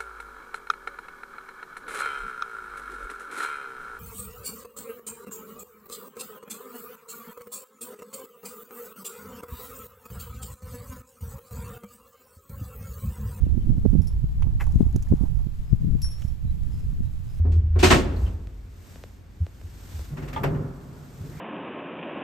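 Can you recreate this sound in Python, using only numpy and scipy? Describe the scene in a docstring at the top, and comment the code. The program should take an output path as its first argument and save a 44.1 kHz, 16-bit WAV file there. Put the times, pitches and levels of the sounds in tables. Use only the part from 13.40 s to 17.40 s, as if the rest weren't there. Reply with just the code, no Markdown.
"""Wind rumbles and thumps from side to side while a horse's halter and fly mask are handled.
Straps tick and rustle, something scuffs once, and a metal ring and buckle knock together and clink.
The rumble is the breeze hitting the microphone's two openings, buffeting each in turn.
Small birds call far off, the stable yard hisses softly, and a wall adds a short echo."""
import sys
import numpy as np
from scipy import signal
from scipy.fft import rfft, irfft
from scipy.io import wavfile

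SR = 44100
rng = np.random.default_rng(int(sys.argv[2]) if len(sys.argv) > 2 else 0)


def materialize(psi):
    """Save the field psi as 16-bit PCM at rate SR to the path in sys.argv[1].

    A 1-D psi becomes a single channel; in a 2-D psi each row is a channel.
    """
    bounded = np.clip(np.atleast_2d(psi).T, -1, 1)
    quanta = np.round(bounded * 32767).astype(np.int16)
    wavfile.write(sys.argv[1], SR, quanta)


N = 176400
T = np.arange(N) / SR

# tone of the yard's hiss: pitch_hz, level_db
YARD_TONE = [(100, 8), (400, 3), (800, -1), (1400, -5.5), (3000, -9.5), (4300, -11.5), (6000, -17.5),
             (7600, -12.5), (8800, -25), (10500, -17), (12500, -12.5), (14500, -12.5)]
# bird notes: start_s, length_s, start_hz, end_hz, level_db
BIRD_NOTES = [(0.024, 0.077, 3150, 2450, -67), (0.188, 0.069, 3180, 2990, -67),
              (2.244, 0.095, 5080, 5170, -70), (3.054, .08, 3920, 3930, -65),
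              (3.305, 0.1, 5100, 5080, -65.5), (3.39, .07, 5130, 5170, -68), (3.63, .08, 3910, 3895, -68),
              (3.86, 0.13, 5040, 5190, -68)]
# wind strength at each microphone opening: time_s, level_db
WIND_LEFT = [(0, -31), (.25, -24.5), (.4, -21), (.62, -27), (1.25, -24.5), (1.4, -26.5), (1.85, -29),
             (2.06, -35.5), (2.3, -23.5), (2.55, -18), (2.75, -35.5), (3.25, -32), (3.45, -23.5),
             (3.82, -33.5)]
WIND_RIGHT = [(0, -16.5), (.45, -18.5), (.58, -10.5), (.72, -21), (.92, -32.5), (1.05, -17.5),
              (1.85, -21.5), (2.2, -25.5), (2.5, -30.5), (2.66, -23.5), (3.2, -25.5), (3.6, -24),
              (4, -25.5)]
# tone of the wind's rumble: pitch_hz, level_db
RUMBLE_TONE = [(10, 9.5), (25, 5.5), (60, 8.5), (100, 2), (150, -4.5), (200, -17.5), (300, -28),
               (500, -42.5), (1000, -71), (2500, -100)]
# spells of rough air: middle_s, length_s, level_db, brightness_hz, left_minus_right_db
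GUSTS = [(.09, 0.29, -33, 230, -5), (0.301, 0.17, -23, 217, -17), (.59, 0.12, -22.5, 195, -28),
         (1.07, 0.34, -35, 194, -14), (1.74, 0.59, -35.5, 173, -35), (2.49, 0.11, -18.5, 178, 25),
         (3.38, 0.61, -40.5, 204, -0.5)]
# single swirls of air hitting an opening: middle_s, level_db, brightness_hz, left_minus_right_db
BUFFETS = [(0.036, -14.5, 118, -26), (0.068, -25, 271, -23), (0.178, -16.5, 203, -29),
           (0.303, -15, 192, -37), (0.383, -19, 162, -19), (.456, -13.5, 318, -22),
           (0.462, -10.5, 201, -33), (0.535, -16, 216, -41), (.553, -12, 218, -46), (0.594, -12, 158, -42),
           (0.843, -16.5, 128, -9), (1.071, -22.5, 208, -13), (1.359, -11.5, 146, 11),
           (1.408, -9.5, 287, 32), (1.431, -16, 185, 33), (1.468, -20.5, 182, -32), (1.561, -13, 182, -32),
           (1.717, -11.5, 173, -35), (1.725, -16.5, 334, 7.5), (1.738, -13, 184, 14),
           (1.812, -17, 190, -42), (1.838, -20.5, 226, -35), (2.07, -22, 155, -32),
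           (2.333, -8.5, 138.5, 26), (2.447, -18, 150, 19), (2.553, -17.5, 167, 22), (2.646, -20, 63, -12),
           (2.852, -20, 131, -11), (3.052, -21, 126, -5.5), (3.606, -23, 130, -3.5)]
# loudness of the cloth's rustle and of a hollow rubbing: time_s, level_db
RUSTLE_LEVELS = [(0, -69), (.65, -64.5), (.8, -69), (1.19, -69.5), (1.24, -63), (1.4, -62.5), (1.54, -67),
                 (1.68, -62.5), (2.0, -68), (2.58, -66), (2.66, -59.5), (2.84, -59.5), (2.98, -70.5),
                 (3.35, -62.5), (3.7, -66), (3.92, -61.5)]
RUB_LEVELS = [(.95, -69), (1.05, -60.5), (1.16, -68), (1.3, -59), (1.47, -61), (1.58, -67), (1.76, -59),
              (1.86, -54.5), (1.93, -73), (2.0, -57.5), (2.1, -80)]
# tone of that rustle and rubbing: pitch_hz, level_db
RUSTLE_TONE = [(400, 0), (1000, -1), (2800, -4.5), (4500, -6.5), (7300, -6.5), (9000, -9.5), (12000, -12.5),
               (14500, -10)]
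RUB_TONE = [(400, -15.5), (750, 7.5), (950, 1), (1300, -7), (2200, -22.5)]
# tone of the scuff's rasp and of its grit: pitch_hz, level_db
RASP_TONE = [(300, -34), (600, -18), (780, 3), (1300, -3), (2050, 5), (2750, 0), (3300, -14), (8000, -27)]
GRIT_TONE = [(2000, 14.5), (3200, -10), (5000, -8), (7200, -2), (9000, -14), (11500, -7), (12900, 0),
             (14500, -11)]
# notes at which the scuffed object rings: pitch_hz, level_db
SCUFF_NOTES = [(805, 0), (1065, -3), (1476, -3), (1663, -3), (1810, -6), (1932, 2), (2102, 2), (2213, -5),
               (2545, -3), (2640, -7), (2805, -6)]
# strap and buckle ticks: start_s, level_db, decay_s
TICKS = [(1.0238, -44, 0.0022), (1.241, -40, 0.0021), (1.269, -43, 0.0014), (1.3229, -41, 0.0018),
         (1.354, -51, 0.0073), (1.527, -41.5, 0.0015), (1.5612, -29.5, 0.0028), (1.6246, -38, 0.0057),
         (1.686, -47.5, 0.0085), (2.82, -44.5, 0.0084), (2.838, -51, 0.024)]
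# duller knocks: start_s, level_db, decay_s, pitch_hz
KNOCKS = [(1.023, -35, 0.0027, 930), (1.0283, -41.5, 0.0045, 2630), (1.111, -55, 0.005, 1320),
          (1.2685, -40, 0.0055, 990), (1.673, -46.5, 0.0021, 1670), (2.646, -47, 0.0055, 1710),
          (2.821, -46, 0.0058, 2960)]
# tone of a tick, a knock, and metal touching metal: pitch_hz, level_db
TICK_TONE = [(800, -7), (2500, -12.5), (4500, -10), (5900, -2.5), (7100, 2.5), (8800, -22), (10500, -0.5),
             (12500, -39), (14500, 2)]
KNOCK_TONE = [(300, 6), (800, 10.5), (2800, -4.5), (4000, -6), (7000, -16), (14000, -33)]
CONTACT_TONE = [(1500, -20), (4300, -11), (5500, 8), (6500, -4), (7700, -4.5), (9000, -9), (11000, 3),
                (14000, -16.5)]
# notes of the ring and buckle: pitch_hz, level_db, fade_s (to fall 60 dB), left_minus_right_db
RING_NOTES = [(5491, 0, .33, 8), (5508, -13, .34, -5), (10195, -12, .42, -5), (10914, -17.5, .38, -3)]
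BUCKLE_NOTES = [(5245, -6, .36, 0), (5620, 0, .08, -2), (10630, 0, .2, -3), (10735, -1, .15, -4),
                (11243, -1.5, .27, -3)]
# ring and buckle meet: start_s, ring_db, buckle_db, free_share (of the full fade time), tick_db
CLINKS = [(0.617, -65, -59, .7, -52), (0.671, -47, -54.5, 0.2, -46), (0.679, -68, -55, 0.5, -50),
          (2.618, -40, -49, 0.7, -37), (2.628, -30.5, -55, 0.45, -45), (2.641, -34.5, -60, 0.42, -54),
          (2.703, -42.5, -53.5, 0.8, -62), (2.878, -54, -58, 0.22, -58)]


def gain(db):
    """Turn decibels into a multiplier."""
    return 10 ** (np.asarray(db) / 20)


def unit(x):
    """Scale a sound to an average strength (rms) of 1."""
    return x / np.sqrt(np.mean(x ** 2) + 1e-20)


def fade(t, fade_s):
    """A smooth fall of 60 dB every fade_s."""
    return np.exp(-np.log(1000) * t / fade_s)


def loudness(rows):
    """Gain over time from rows of time_s, level_db."""
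    return gain(np.interp(T, *np.array(rows).T))


def tone(rows):
    """Gain at any pitch from rows of pitch_hz, level_db."""
    hz, db = np.array(rows).T
    return lambda f: gain(np.interp(np.log(f), np.log(hz), db))


def noise(shape, size=N):
    """Noise of strength 1; shape gives the gain at each pitch."""
    f = np.maximum(np.fft.rfftfreq(size, 1 / SR), 1)
    return unit(irfft(rfft(rng.standard_normal(size)) * shape(f), size))


def wander(rate_hz, size=N):
    """A smooth random drift of strength 1."""
    return noise(lambda f: np.exp(-(f / rate_hz) ** 2), size)


def flutter(depth_db, rate_hz, size=N):
    """A gain that wobbles at random."""
    return gain(depth_db * wander(rate_hz, size))


def pan(x, side_db):
    """Move a sound left (plus) or right (minus) by turning the other side down."""
    return gain([[min(side_db, 0)], [min(-side_db, 0)]]) * x


def wide_noise(rows, width_db):
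    """Noise that differs between left and right, less so above 7700 Hz."""
    side = signal.lfilter(*signal.butter(2, 7700, fs=SR), noise(tone(rows)))
    return noise(tone(rows)) + gain(width_db) * side * np.array([[1], [-1]])


def add(out, x, start_s):
    """Mix x into out from a start time."""
    i = int(round(start_s * SR))
    a, b = max(i, 0), min(i + x.shape[-1], N)
    out[..., a:b] += x[..., a - i:b - i]


def add_around(out, x, middle_s):
    """Mix x into out, centred on a time."""
    add(out, x, middle_s - x.shape[-1] / SR / 2)


def swell(shape, length_s, size=32768):
    """Noise that rises to a strength near 1 at its middle, then falls."""
    bell = np.exp(-2 * ((T[:size] - size / SR / 2) / length_s) ** 2)
    return unit(noise(shape, size) * bell) * np.sqrt(np.mean(bell ** 2))


def snap(shape, decay_s, size=4096):
    """A sudden burst of noise that dies away."""
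    fall = np.exp(-T[:size] / decay_s)
    return unit(noise(shape, size) * fall) * np.sqrt(np.mean(fall ** 2))


def yard():
    """The faint, steady hiss of the open yard."""
    return gain(-60.5) * wide_noise(YARD_TONE, width_db=0.5)


def birds():
    """Thin, sliding whistles from far away."""
    out = np.zeros((2, N))
    for start_s, length_s, start_hz, end_hz, db in BIRD_NOTES:
        progress = np.linspace(0, 1, int(length_s * SR))
        hz = start_hz + (end_hz - start_hz) * progress + 14 * wander(rate_hz=90)[:len(progress)]
        whistle = np.sin(2 * np.pi * np.cumsum(hz) / SR)
        add(out, gain(db) * np.sin(np.pi * progress) * whistle, start_s)
    return out


def air_tone(hz, slope=3.72, bass_share=0.3):
    """Tone of swirling air: even from bass_share * hz up to hz, then steeply weaker."""
    return lambda f: f ** 2 / (f ** 2 + (bass_share * hz) ** 2) / np.sqrt(1 + (f / hz) ** (2 * slope))


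def buffet(hz, swirl_cycles=4, size=8192):
    """One kick of air pressure inside a short ragged swirl, quicker when brighter."""
    bell = np.exp(-2 * ((T[:size] - size / SR / 2) * hz / swirl_cycles) ** 2)
    kick_tone = air_tone(hz)(np.fft.rfftfreq(size, 1 / SR))
    kick = np.fft.fftshift(irfft(kick_tone * np.exp(2j * np.pi * rng.random())))
    swirl = flutter(depth_db=3, rate_hz=hz, size=size) * noise(air_tone(hz * 0.76), size) * bell
    return unit(unit(kick) + gain(-1) * unit(swirl)) * np.sqrt(np.mean(bell ** 2))


def wind():
    """Air rumbles separately on each microphone opening, with brighter gusts and thumps."""
    out = np.zeros((2, N))
    for opening, levels in zip(out, (WIND_LEFT, WIND_RIGHT)):
        rumble = noise(tone(RUMBLE_TONE)) * loudness(levels)
        opening += rumble * unit(flutter(depth_db=3, rate_hz=10.8))
    for middle_s, length_s, db, hz, side_db in GUSTS:
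        shape = air_tone(hz, slope=4.26, bass_share=0.11)
        gust = np.array([swell(shape, length_s, size=65536) for _ in range(2)])
        gust *= unit(flutter(depth_db=2, rate_hz=30))[:gust.shape[1]]
        add_around(out, pan(gain(db) * gust, side_db), middle_s)
    for middle_s, db, hz, side_db in BUFFETS:
        thump = np.array([buffet(hz), buffet(hz)])
        add_around(out, pan(gain(db) * thump, side_db), middle_s)
    return out


def rustle():
    """Cloth and webbing catch and slide in tiny uneven steps, over a soft hollow rubbing."""
    grain = unit(flutter(depth_db=2.2, rate_hz=250) * flutter(depth_db=1.2, rate_hz=25))
    wobble = unit(flutter(depth_db=3, rate_hz=28))
    cloth = wide_noise(RUSTLE_TONE, width_db=-6) * grain * loudness(RUSTLE_LEVELS)
    rubbing = wide_noise(RUB_TONE, width_db=-6) * wobble * loudness(RUB_LEVELS)
    return cloth + rubbing


def scuff(start_s=1.197, rise_s=.011, hold_s=.012, fall_s=.006):
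    """A surface sticks and slips in one short, gritty rasp that makes a hollow object ring."""
    out = np.zeros((2, N))
    t = T[:SR // 4]
    pressure = np.interp(t, np.cumsum([0, rise_s, hold_s, fall_s]), [0, 1, 1, 0])
    slips = flutter(depth_db=3, rate_hz=400, size=len(t))
    rasp = unit(noise(tone(RASP_TONE), len(t)) * slips * pressure) * np.std(pressure)
    for side in out:
        notes = sum(gain(db) * np.cos(2 * np.pi * hz * t + rng.standard_normal())
                    for hz, db in SCUFF_NOTES)
        ringing = signal.fftconvolve(rasp, notes * fade(t, fade_s=.06))[:len(t)]
        ringing = gain(-4) * unit(ringing) * np.std(rasp)
        add(side, gain(-38.5) * (rasp + ringing), start_s)
    grit = gain(-41) * swell(tone(GRIT_TONE), length_s=0.024)
    add_around(out, grit, start_s + rise_s + hold_s)
    return out


def straps():
    """Fastenings tick sharply and give duller knocks, each knock boosted around its own pitch."""
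    out = np.zeros((2, N))
    for start_s, db, decay_s in TICKS:
        add(out, pan(gain(db) * snap(tone(TICK_TONE), decay_s), side_db=-5), start_s)
    for start_s, db, decay_s, hz in KNOCKS:
        boost = lambda f: 1 + gain(21.5) / (1 + ((f - hz) / (0.17 * hz)) ** 2)
        knock = snap(lambda f: tone(KNOCK_TONE)(f) * boost(f), decay_s)
        add(out, pan(gain(db) * knock, side_db=-3.5), start_s)
    return out


def strike(free_share, rise_s=0.004, touches_per_s=220, free_chatter_s=.11):
    """One push, then faint chatter as loose metal settles, longer when it hangs free."""
    t = T[:SR // 2]
    push = np.exp(-t / rise_s) / (rise_s * SR)
    touches = rng.random((2, len(t))) < touches_per_s / SR
    phases = np.exp(2j * np.pi * rng.random(touches.shape))
    settling = np.exp(-t / (free_chatter_s * free_share))
    return push + gain(-17) * touches * phases * settling


def clinks():
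    """Ring and buckle meet with a tick and ring on; chatter roughens the notes, fingers damp them."""
    out = np.zeros((2, N))
    for part, notes in enumerate((RING_NOTES, BUCKLE_NOTES)):
        for hz, note_db, fade_s, side_db in notes:
            vibration = np.zeros((2, N), complex)  # the note's strength and phase over time
            for start_s, *part_db, free_share, _ in CLINKS:
                kept_per_sample = fade(1 / SR, fade_s * free_share)
                ringing = signal.lfilter([1], [1, -kept_per_sample], strike(free_share))
                add(vibration, gain(part_db[part] + note_db) * ringing, start_s)
            note = vibration * np.exp(2j * np.pi * (hz * T + rng.random()))
            out += pan(note.real, side_db)
    for start_s, *_, tick_db in CLINKS:
        tick = snap(tone(CONTACT_TONE), decay_s=0.0075)
        add(out, pan(gain(tick_db) * tick, side_db=-3), start_s)
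    return out


def wall_echo(sound, delay_s=.008):
    """The stable wall throws back a short, blurred echo."""
    t = T[:SR // 2]
    tail = rng.standard_normal((2, len(t))) * fade(t, fade_s=.2) * (t > delay_s)
    tail /= np.sqrt(np.sum(tail ** 2, axis=1, keepdims=True))
    return gain(-16) * signal.fftconvolve(sound, tail, axes=1)[:, :N]


def scene():
    """The halter and birds with their echo, plus rustle, hiss and wind."""
    direct = clinks() + straps() + scuff() + birds()
    return direct + wall_echo(direct) + rustle() + yard() + wind()


def record(dry, ease_s=.004, top_hz=14250):
    """Fade both ends briefly and cut the highest treble."""
    ease = np.minimum(1, np.minimum(T, T[::-1]) / ease_s)
    treble_cut = signal.ellip(10, .2, 80, top_hz, fs=SR, output="sos")
    return signal.sosfilt(treble_cut, dry * ease)


dry = scene()
out = record(dry)
materialize(out)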